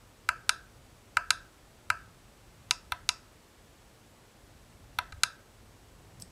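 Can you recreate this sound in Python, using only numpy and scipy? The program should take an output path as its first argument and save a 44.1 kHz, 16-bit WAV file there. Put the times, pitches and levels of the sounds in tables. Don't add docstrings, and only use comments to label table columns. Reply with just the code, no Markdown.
import sys
import numpy as np
from scipy import signal
from scipy.io import wavfile

SR = 44100
rng = np.random.default_rng(int(sys.argv[2]) if len(sys.argv) > 2 else 0)


def decibels_to_gain(level_db):
    exponent = np.asarray(level_db, float) / 20
    return 10 ** exponent


def transcribe(signal):
    frames = np.atleast_2d(signal).T
    limited = np.clip(frames, -1, 1)
    pcm = np.round(limited * 32767).astype(np.int16)
    wavfile.write(sys.argv[1], SR, pcm)


N = 278266

# frequency in Hz, t60 in seconds, then level
# in dB when struck by # right push, right release, left push, left release.
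CASE_MODES = [(713, 0.063, -19.5, -33.5, -9.5, -27), (883, 0.0064, -3.5, -15, 6, -11),
              (990, 0.08, -11, -23, -2, -16.5), (1273.4, 0.032, 4.5, -5.5, 1.8, -8.5),
              (1336, 0.012, 9, 0, 6, -4.5), (1572, 0.036, 0.8, -6.5, -2, -15.5),
              (1663, 0.0071, -0.7, -8, 3, -12), (2084, .0215, -7.5, -15.5, -5, -13),
              (2366, 0.02, -6, -14.5, -13.5, -10.5), (2706, 0.024, -7, -14.5, -18, -9),
              (2950, 0.014, -12.5, -14, -19.5, -10), (3547, 0.0072, -17.5, -2, -5.5, -1.5),
              (3900, 0.01, -8.5, 3.5, -10, 2.9), (4093, 0.0071, -3.5, 0.7, -8, 0.5),
              (4597, 0.011, -6.5, -9.5, -16.5, -3.5), (5513, 0.0086, -13.5, -12.5, -19, -4),
             (6084, 0.0084, -8.5, -6.5, -21, -6.5), (6520, 0.0057, -13, -4, -25, 0),
             (7180, 0.0079, -14, -11, -26, -11), (7680, 0.0066, -5, -10.5, -25, -8.5),
             (8280, 0.0071, -8, -8.0, -27.5, -16), (8860, 0.0044, -16, -8, -17.5, -8),
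             (9633, 0.0054, 5.0, 0, -5, 8.5), (9692, 0.0059, 5.5, 1.0, -5, 7.0),
             (11430, 0.0058, -15, -17, -17.5, -9), (12330, 0.0051, -16, -21.5, -17.5, -18),
             (14053, 0.0036, -20.0, -26.5, -20, -16.5)]
# start in seconds, peak level in dB, brightness in dB per octave.
RIGHT_PUSH = [
    (0.2888, -11.5, 0.9),
    (1.1693, -10.5, -0.45),
    (1.9011, -11.5, 0.5),
]
RIGHT_RELEASE = [
    (0.4926, -4.5, -0.66),
    (1.3052, -4.5, -0.4),
    (5.1225, -32, -4),
    (5.1250, -32, -6),
    (5.234, -5.5, 0.56),
]
LEFT_PUSH = [
    (2.9199, -21, 0.046),
    (4.9865, -18.5, 0.05),
]
LEFT_RELEASE = [
    (2.709, -8, 0.05),
    (3.0902, -8.5, 0.05),
]
# crossover in Hz (first contact dull, second bright),
# delay of the second in seconds, its level in dB.
CONTACTS = [
    (2980, 0.00057, -6),
    (5240, 0.0004, 0.6),
    (2750, 0.000784, 9),
    (6150, 0.00067, -11),
]
# delay in seconds, level in dB.
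TABLE_ECHO = [(.0034, -11)]
# start in seconds, peak level in dB.
SKIN_SLIPS = [(6.1995, -40), (6.2028, -41), (6.2093, -44), (6.2130, -51), (6.2150, -49), (6.2180, -46),
              (6.2215, -35), (6.223, -33)]
# frequency in Hz, level in dB, t60 in seconds.
SLIP_RINGS = [(5300, 0.5, 0.0028), (6750, -1, 0.003), (8070, -3, 0.0058), (9700, -1.5, 0.0023),
              (11900, 0, .0015)]
# start in seconds, peak level in dB, pitch in Hz.
HAND_BUMPS = [
    (5.126, -42, 81),
    (5.167, -48, 80.3),
    (6.188, -49.5, 109),
    (6.221, -48.5, 185),
]
# frequency in Hz, t60 in seconds, level in dB.
ROOM_DECAY = [(600, 0.16, -7), (990, 0.27, -62), (1430, 0.36, -24), (2460, .25, -25.5), (5400, 0.27, -24.5),
              (9000, 0.17, -23.5), (14200, 0.27, -37)]
# frequency in Hz, ring t60 in seconds, fade t60 in seconds, level in dB.
AIR_RESONANCES = [(1316, 0.059, 0.43, -79), (1550, 0.045, 0.21, -89), (2615, 0.025, .27, -72.5),
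                  (1050, 0.028, .22, -74.5)]
# frequency in Hz, density in dB per Hz.
BACKGROUND_SPECTRUM = [(12, -34), (20, -16), (43, 2), (70, -3.5), (96, 0), (154, -9), (422, -13.5),
                       (499, -14), (590, -15), (1220, -19.5), (1910, -22.5), (5850, -28), (7950, -29),
                 (13500, -35.5), (16000, -40.5)]
# time in seconds, level in dB.
RUMBLE_SWELL = [(0.0, -63), (0.35, -61), (2.71, -62), (2.9, -59), (3.32, -64), (4.67, -60), (5.03, -58.5),
                (5.41, -61.5), (6.31, -57)]
# frequency in Hz, peak level in dB before a common 1.5 dB cut.
WHINES = [(7854, -80), (7881, -78), (8000, -92), (13049, -106)]


def at_hz(points, hz, column):
    points = np.array(points)
    return np.interp(np.log(hz), np.log(points[:, 0]), points[:, column])


def clicks_at(seconds, sizes):
    train = np.zeros(N)
    np.add.at(train, np.round(np.asarray(seconds) * SR).astype(int), sizes)
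    return train


def ring(clicks, hz, t60):
    radius = decibels_to_gain(-60 / (t60 * SR))
    angle = 2 * np.pi * hz / SR
    return signal.lfilter([0, np.sin(angle)], [1, -2 * radius * np.cos(angle), radius ** 2], clicks + 1e-18)


def butter(x, order, hz, kind):
    return signal.sosfilt(signal.butter(order, hz, kind, fs=SR, output="sos"), x)


def bands(size):
    edges = 18 * 2 ** np.arange(0, 10.1, 1 / 3)
    white = rng.standard_normal((2, size + SR // 4))
    for k, (low, high) in enumerate(zip(edges, edges[1:])):
        yield np.sqrt(low * high), butter(white[k % 2], 2, [low, high], "band")[-size:]


def switches():
    direct, around = np.zeros((2, N))
    modes = CASE_MODES
    kinds = [np.array(rows) for rows in (RIGHT_PUSH, RIGHT_RELEASE, LEFT_PUSH, LEFT_RELEASE)]
    scatter_db = [0.15 * rng.standard_normal((len(snaps), len(modes))) for snaps in kinds]
    for m, (hz, t60, *mode_db) in enumerate(modes):
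        contacts, merged = np.zeros((2, N))
        for snaps, level_db, chance_db, (cross_hz, lag, second_db) in zip(kinds, mode_db, scatter_db, CONTACTS):
            start, peak_db, tilt_db = snaps.T
            size = decibels_to_gain(peak_db + level_db - 3.5 + tilt_db * np.log2(hz / 2000) + chance_db[:, m])
            first = min(1, cross_hz / hz)
            second = decibels_to_gain(second_db) * min(1, hz / cross_hz) ** 2
            contacts += clicks_at(start, size * first)
            contacts += clicks_at(start + lag, size * second)
            merged += clicks_at(start, size * np.hypot(first, second))
        sign = (-1) ** m
        blur = 0.57 if hz < 1900 else 0.3
        direct += sign * ring(contacts, hz, t60)
        around += sign * ring(merged, hz, t60 * blur)
    delays, echo_db = np.transpose(TABLE_ECHO)
    echo = clicks_at(delays, decibels_to_gain(echo_db))[:400]
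    reflected = signal.lfilter(echo, 1, butter(direct, 1, 5000, "low"))
    return butter(direct, 2, 500, "high") + reflected, around


def peel():
    start, peak_db = np.transpose(SKIN_SLIPS)
    chance_db = 6 * rng.standard_normal((len(SKIN_SLIPS), len(SLIP_RINGS)))
    out = np.zeros(N)
    for k, (hz, ring_db, t60) in enumerate(SLIP_RINGS):
        slips = clicks_at(start, decibels_to_gain(peak_db + ring_db - 4.5 + chance_db[:, k]))
        out += ring(slips, hz, t60) * (-1) ** k
    return butter(out, 2, 3500, "high")


def thuds():
    lead_s = 0.0047
    table_hz, spread, t60 = 108, 0.18, 0.057
    pushes = [(s, -43.5) for s, *_ in RIGHT_PUSH + LEFT_PUSH]
    releases = [(s, -48.5) for s, *_ in RIGHT_RELEASE + LEFT_RELEASE]
    thumps = [(s - lead_s, db, table_hz * np.exp(spread * rng.standard_normal())) for s, db in pushes + releases]
    out = np.zeros(N)
    for s, db, hz in thumps + HAND_BUMPS:
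        swell = ring(ring(clicks_at([s], 1), hz, t60), hz, t60)
        out += decibels_to_gain(db) * swell / np.abs(swell).max()
    return out


def room(x):
    t = np.arange(SR // 2) / SR
    tail = np.zeros(len(t))
    for hz, noise in bands(len(t)):
        tail += noise * decibels_to_gain(at_hz(ROOM_DECAY, hz, column=2) - 60 * t / at_hz(ROOM_DECAY, hz, column=1))
    tail *= decibels_to_gain(-10.5)
    for hz, ring_s, fade_s, db in AIR_RESONANCES:
        tail += ring(rng.standard_normal(len(t)), hz, ring_s) * decibels_to_gain(db - 60 * t / fade_s)
    near_db, near_t60_s = -21, 0.036
    near = rng.standard_normal(len(t)) * decibels_to_gain(near_db - 60 * t / near_t60_s) * np.clip(t / 0.003, 0, 1)
    near = butter(near, 2, [2200, 13000], "band")
    onset = np.clip((t - 0.006) / 0.0022, 0, 1)
    echoes = signal.fftconvolve(x, tail * onset + near)[:N]
    return butter(echoes, 4, [700, 14500], "band")


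def background():
    t, out = np.arange(N) / SR, np.zeros(N)
    times, swell_db = np.transpose(RUMBLE_SWELL)
    swell_db = np.interp(t, times, swell_db - swell_db.mean())
    lumps_per_s, lump_depth_db = 6.5, 2.0
    lumps = rng.standard_normal(200)
    lump_db = lump_depth_db * np.interp(t * lumps_per_s, np.arange(len(lumps)), lumps)
    for hz, noise in bands(N):
        level_db = at_hz(BACKGROUND_SPECTRUM, hz, column=1)
        if hz < 200:
            level_db = level_db + swell_db + lump_db
        elif hz < 900:
            level_db = level_db + 0.27 * swell_db
        out += noise * decibels_to_gain(level_db)
    out = signal.sosfilt(signal.cheby2(12, 40, 16050, fs=SR, output="sos"), out)
    whines = sum(decibels_to_gain(db - 1.5) * np.sin(2 * np.pi * (hz * t + rng.random())) for hz, db in WHINES)
    return decibels_to_gain(-56.5) * out / np.std(out) + whines


def scene():
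    case, around = switches()
    skin = peel()
    return (case + skin + room(around + 0.53 * skin) + thuds() + background())[None]


def band_limit(x):
    return signal.sosfilt(signal.butter(12, 16790, fs=SR, output="sos"), x)


def record(dry):
    mix = signal.sosfilt(signal.cheby2(12, 40, 16700, fs=SR, output="sos"), dry)
    return band_limit(mix)


dry = scene()
out = record(dry)
transcribe(out)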